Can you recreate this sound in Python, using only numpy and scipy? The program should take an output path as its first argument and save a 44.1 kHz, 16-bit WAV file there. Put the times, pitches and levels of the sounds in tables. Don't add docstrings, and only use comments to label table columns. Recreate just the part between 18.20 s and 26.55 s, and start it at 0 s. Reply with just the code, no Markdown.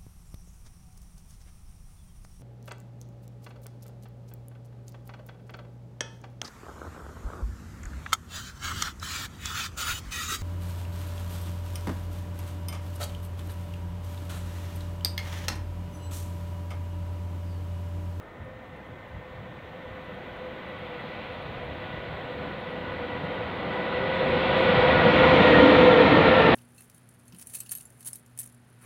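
import sys
import numpy as np
from scipy import signal
from scipy.io import wavfile
from scipy.ndimage import uniform_filter1d

SR = 44100
rng = np.random.default_rng(int(sys.argv[2]) if len(sys.argv) > 2 else 0)


def wav_out(sig):
    wavfile.write(sys.argv[1], SR, np.round(np.clip(np.atleast_2d(sig).T, -1, 1) * 32767).astype(np.int16))


N = 368235
TIME = np.arange(N) / SR

# (time [s], roar [dB], rumble [dB above roar], air [dB above roar])
TRAIN_LEVELS = [(0, -51, -1, -11.5), (1, -49.5, -2.5, -9), (2, -46, -1.5, -7.5), (3, -43, -3.5, -4),
                (3.5, -42.5, -3, -6), (4.5, -40.5, -1.5, -6.5), (5.4, -37, -2, -6.5), (6.1, -31, -3, -5),
                (6.4, -27.5, -3, -4), (6.6, -24, -4.5, -6), (6.8, -24, -2.5, -6), (7, -22.5, -2.5, -4.5),
                (7.4, -21, -1.5, -5.5), (7.7, -22.5, -0.7, -5.5), (8.35, -21.5, -1, -6.5)]


def amp(db):
    return 10 ** (np.asarray(db) / 20)


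def evened(x):
    return x / np.sqrt(np.mean(x ** 2) + 1e-20)


def span(start_s, end_s, fade_s):
    return np.clip(np.minimum(TIME - start_s, end_s - TIME) / fade_s + 1, 0, 1) ** 2


def bell(at_s, half_s):
    return np.exp(-.5 * ((TIME - at_s) / half_s) ** 2)


def curve(rows):
    times, *columns = np.transpose(rows)
    return [span(times[0], times[-1], 0.055)] + [np.interp(TIME, times, c) for c in columns]


def noise(shape, patchy_db, lo_hz=0, hi_hz=SR / 2):
    hz = np.fft.rfftfreq(2048, 1 / SR)
    real, imag, patches = rng.standard_normal((N // 512 + 5, 1025, 3)).T
    patches = evened(uniform_filter1d(uniform_filter1d(patches, size=14, axis=0), size=8, axis=1))
    shape_hz, db = np.transpose(shape)
    gain = amp(np.interp(np.log(hz + 1), np.log(shape_hz + 1), db, -150, -150))
    band_share = np.sum(gain[(hz >= lo_hz) & (hz <= hi_hz)] ** 2) / np.sum(gain ** 2)
    spectra = (real + 1j * imag) * gain[:, None] * amp(patchy_db * patches)
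    return evened(signal.istft(spectra, nperseg=2048, noverlap=1536)[1][:N]) / np.sqrt(band_share)


def fuzzy_tone(hz, width_hz, steady):
    pole = np.exp(-np.pi * abs(width_hz) / SR)
    waver = signal.lfilter([1], [1, -2 * pole, pole * pole], rng.standard_normal((N, 2)) @ [1, 1j])
    waver /= np.sqrt(np.mean(abs(waver) ** 2))
    tone = np.exp(2j * np.pi * (np.cumsum(hz * np.ones(N)) / SR + rng.random()))
    return np.sqrt(2) * (tone * (np.sqrt(steady) + np.sqrt(1 - steady) * waver)).real


def doppler(nearest_s, speed_m_s=18.9, track_distance_m=18.9, sound_m_s=343.):
    along_m = speed_m_s * (nearest_s - TIME)
    return 1 + speed_m_s / sound_m_s * along_m / np.hypot(along_m, track_distance_m)


def wavering(db, swells, depth_db=1.24, fastest_hz=4.):
    rates_hz = fastest_hz * np.linspace(.2, 1, num=12)
    drift = evened(sum(np.sin(2 * np.pi * (hz * TIME + rng.random())) for hz in rates_hz))
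    return db + depth_db * drift + sum(lift_db * bell(s, 0.11) for s, lift_db in swells)


def camera_tones():
    # (pitch [Hz], level [dB])
    steady = [(1816, -59.5), (14000, -102)]
    # (start [s], end [s], pitch [Hz], level [dB])
    brief = [(0, .3, 1248, -62), (1.42, 2.32, 6080, -89), (1.42, 2.32, 13167, -89), (3.93, 4.27, 7675, -87),
             (3.93, 4.27, 15350, -85)]
    out = sum(amp(db) * fuzzy_tone(hz, 2.5, .92) for hz, db in steady)
    return out + sum(amp(db) * fuzzy_tone(hz, 12., .92) * span(a, b, .01) for a, b, hz, db in brief)


def camera_ticks(ring_hz=9650, ring_s=.005, round_s=.64, gap_s=.008):
    silent_rounds = [2, 6]
    t = np.arange(600) / SR
    ring = amp(-60 * t / ring_s) * np.sin(2 * np.pi * ring_hz * t) * np.minimum(t / 0.0014, 1)
    rounds = np.setdiff1d(np.arange(N / SR / round_s), silent_rounds)
    times = np.add.outer(round_s * rounds - .0772, [0, .1, .32]).ravel()
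    strikes = np.zeros(N + SR)
    for s in times[times > 0]:
        db = rng.normal(-68, 0.5)
        strikes[round(s * SR)] += amp(db)
        strikes[round((s + gap_s) * SR)] += amp(db - 0.5)
    return signal.oaconvolve(strikes, ring / abs(ring).max())[:N]


def far_road(level_db=-57.5):
    # (frequency [Hz], level [dB])
    spectrum = [(15, -20), (30, -1.5), (60, 6), (150, -6.5), (400, -24)]
    return amp(level_db) * noise(spectrum, 1.1)


def low_buffets(lull_db=-58.5):
    # (time [s], half length [s], level [dB])
    buffets = [(0.217, 0.03, -44), (.33, .03, -51.5), (.55, 0.048, -49.5), (0.74, .04, -50),
               (.95, .04, -40.5), (1.23, 0.11, -44.5), (1.7, .04, -49), (2.05, 0.28, -59),
               (2.8, 0.16, -50.5), (3.1, 0.02, -44), (3.282, 0.033, -46), (3.45, 0.15, -43.5),
               (3.76, 0.043, -38.5), (3.92, .04, -42), (4.3, 0.21, -50), (4.66, 0.1, -48.5),
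               (4.99, 0.053, -44), (5.207, 0.042, -43.5), (5.386, .07, -45), (5.828, 0.065, -43.5),
               (6.108, 0.075, -39), (6.293, 0.046, -39), (6.445, 0.043, -40.5), (6.605, 0.044, -30),
               (6.781, 0.044, -30), (6.998, 0.044, -34)]
    # (frequency [Hz], level [dB])
    spectrum = [(15, -30.5), (30, -28), (50, -7.5), (90, 5.5), (140, 2.5), (200, -10.5), (300, -40)]
    level = amp(lull_db) + sum(amp(db) * bell(s, half_s) for s, half_s, db in buffets)
    return level * noise(spectrum, 0.57, 35, 200)


def wheel_rims(rise_s=.02, end_s=8.7):
    # (start [s], level [dB], decay [dB per s])
    rubs = [(5.53, -79, 42), (5.95, -75, 200), (6.05, -75, 21.5), (6.37, -72.5, 51), (6.55, -84, 9)]
    # (pitch [Hz], width [Hz], relative level [dB])
    bands = [(6750, 500, -4.5), (7800, 900, -2.5)]
    level = sum(span(s, end_s, rise_s) * amp(db - decay * np.maximum(TIME - s, 0))
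                for s, db, decay in rubs)
    return level * evened(sum(amp(db) * fuzzy_tone(hz, width, 0) for hz, width, db in bands))


def body_drone():
    # (time [s], level [dB above roar])
    swells = [(7.23, -9.5), (7.52, -1), (7.95, -5.5)]
    pitches = [272.2, 305]
    # (time [s], pitch [Hz], level [dB above roar])
    hum = [(4.9, 395, -21), (5.5, 391, -11.5), (6, 388.4, -4.5), (6.5, 382.6, -11)]
    level = sum(amp(db) * bell(s, 0.12) for s, db in swells)
    drone = level * sum(fuzzy_tone(hz, 22., .25) for hz in pitches)
    on, hum_hz, hum_db = curve(hum)
    return drone + on * amp(hum_db) * fuzzy_tone(hum_hz, 37.0, 0)


def blower_echoes(rich_hz=468, plain_hz=506, settle_s=4., sink_hz_per_s=3.):
    # (width [Hz], relative level [dB])
    bands = [(30, -1), (60, -6.5), (80, -7), (110, -6.5)]
    hz = rich_hz * doppler(nearest_s=7.4) + sink_hz_per_s * np.maximum(settle_s - TIME, 0)
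    rich = sum(amp(db) * fuzzy_tone(k * hz, width, 0) for k, (width, db) in enumerate(bands, 1))
    return amp(-8. + .5 * TIME) * (rich + amp(-1.5) * fuzzy_tone(plain_hz, 37.0, 0))


def whine(hz, tone_db, overtone_db, kind):
    multiples = {"rich": [-3.5, 0, 2.5], "pure": [0]}
    purity = {"rich": (8., .78), "pure": (12., .85)}
    width_hz, steady = purity[kind]
    overtones = sum(amp(db) * fuzzy_tone(k * hz, k * width_hz, steady ** 2)
                    for k, db in enumerate(multiples[kind], 2))
    return amp(tone_db) * fuzzy_tone(hz, width_hz, steady) + amp(overtone_db) * overtones


def blowers(clear_s=5.23, clear_rise_s=.8):
    # (start [s], end [s], nearest at [s], pitch then [Hz], drift [Hz per s], "rich" or "pure")
    fans = [(0, 5.6, 7.3, 463, -3.8, "rich"), (1.6, 5.2, 7.3, 457, -2, "rich"),
            (5.4, 8.35, 7.25, 472, 0, "rich"), (.3, 7.85, 7.55, 505, 1.6, "pure"),
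            (6.3, 7.1, 7.4, 487, 0, "pure"), (7.6, 8.35, 8.9, 501, 0, "pure")]
    # (time [s], lift [dB])
    fan_levels = [(-14.5, -23, 3, [(.35, 17), (1.12, 14.5), (1.79, 10), (2.24, 16.5), (3.7, 12), (4.26, 9)],
                  [(.8, 8), (4.75, 11), (5.05, 6)]), (-12.5, -15.5, 0, [(2.73, 11), (3.4, 13)], [(2.5, 2.5),
                  (3.3, -1.5), (3.7, 2), (5.2, 1)]), (-11, -15, 0, [(5.65, 3), (5.95, 3), (7, 1.5),
                  (7.8, 7)], [(5.75, 5), (7.3, 4), (7.95, 2)]), (-12, -28, 8, [(1.7, 12.5), (2.55, 7),
                  (4.64, 4), (6, 9), (6.3, 7.5), (7.1, 4), (7.66, 7.5)], [(7.1, 9)]),
                  (-13, -28, -1, [(6.6, 12)], []), (-11.5, -18, 0, [(8.13, 13.5)], [])]
    clear = np.clip((TIME - clear_s) / clear_rise_s + .5, 0, 1)
    out = 0
    for (start, end, nearest_s, blade_hz, drift, kind), levels in zip(fans, fan_levels):
        tone_db, overtone_db, clear_db, tone_swells, overtone_swells = levels
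        hz = (blade_hz + drift * (TIME - nearest_s)) * doppler(nearest_s)
        sound = whine(hz, wavering(tone_db, tone_swells), wavering(overtone_db, overtone_swells), kind)
        out += span(start, end, .05) * amp(clear_db * clear) * sound
    return out


def cooling_air(level_db):
    # (frequency [Hz], level [dB])
    spectrum = [(1500, -30), (2200, -0.5), (2800, -4.5), (3500, -6), (4000, -11.5), (4500, -21),
                (5200, -35), (6000, -45.5), (7000, -75)]
    return amp(level_db) * noise(spectrum, 0.81, 2020, 4600)


def wheel_fizz():
    # (frequency [Hz], level [dB])
    spectrum = [(4500, -16), (5300, -0.5), (7000, -6), (8300, -13), (9500, -26.5), (11000, -45.5)]
    # (time [s], level [dB above roar])
    levels = [(4.5, -60), (6, -54), (6.7, -48), (7.1, -40), (7.5, -40), (8.35, -44.5)]
    near, db = curve(levels)
    return near * amp(db) * noise(spectrum, 1.4)


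def rolling_wheels(rumble_db):
    # (frequency [Hz], level [dB])
    roar = [(300, -38), (400, -9), (480, -3), (600, -0.5), (900, -6), (1200, -7), (1620, -12), (2000, -9),
            (2600, -29.5)]
    rumble = [(20, -43), (40, -31.5), (60, -15.5), (95, 1), (130, -9.5), (160, 3), (270, -1.5), (350, -2),
              (430, -6.5), (600, -27.5)]
    return amp(-1.0) * noise(roar, 0.73, 560, 1300) + amp(rumble_db) * noise(rumble, 1.1, 160, 420)


def scene():
    _, roar_db, rumble_db, air_db = curve(TRAIN_LEVELS)
    train = rolling_wheels(rumble_db) + cooling_air(air_db) + wheel_fizz()
    train += blower_echoes() + body_drone() + blowers()
    outdoors = amp(roar_db) * train + wheel_rims() + low_buffets() + far_road()
    return (outdoors + camera_tones() + camera_ticks())[None]


def record(dry):
    # (frequency [Hz], level [dB])
    hiss = [(3000, -17), (5000, -2.5), (7000, -5), (9000, -9), (11500, -12.5), (13500, -5.5), (15000, -9.5),
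            (16500, -3)]
    noisy = dry + amp(-78.5) * noise(hiss, .6, 7000, 15600)
    noisy *= span(0, TIME[-1] - .006, .006)
    low_pass = signal.firwin(2047, cutoff=15720, window=("kaiser", 9), fs=SR)
    return signal.oaconvolve(noisy, low_pass[None], "same")


dry = scene()
out = record(dry)
wav_out(out)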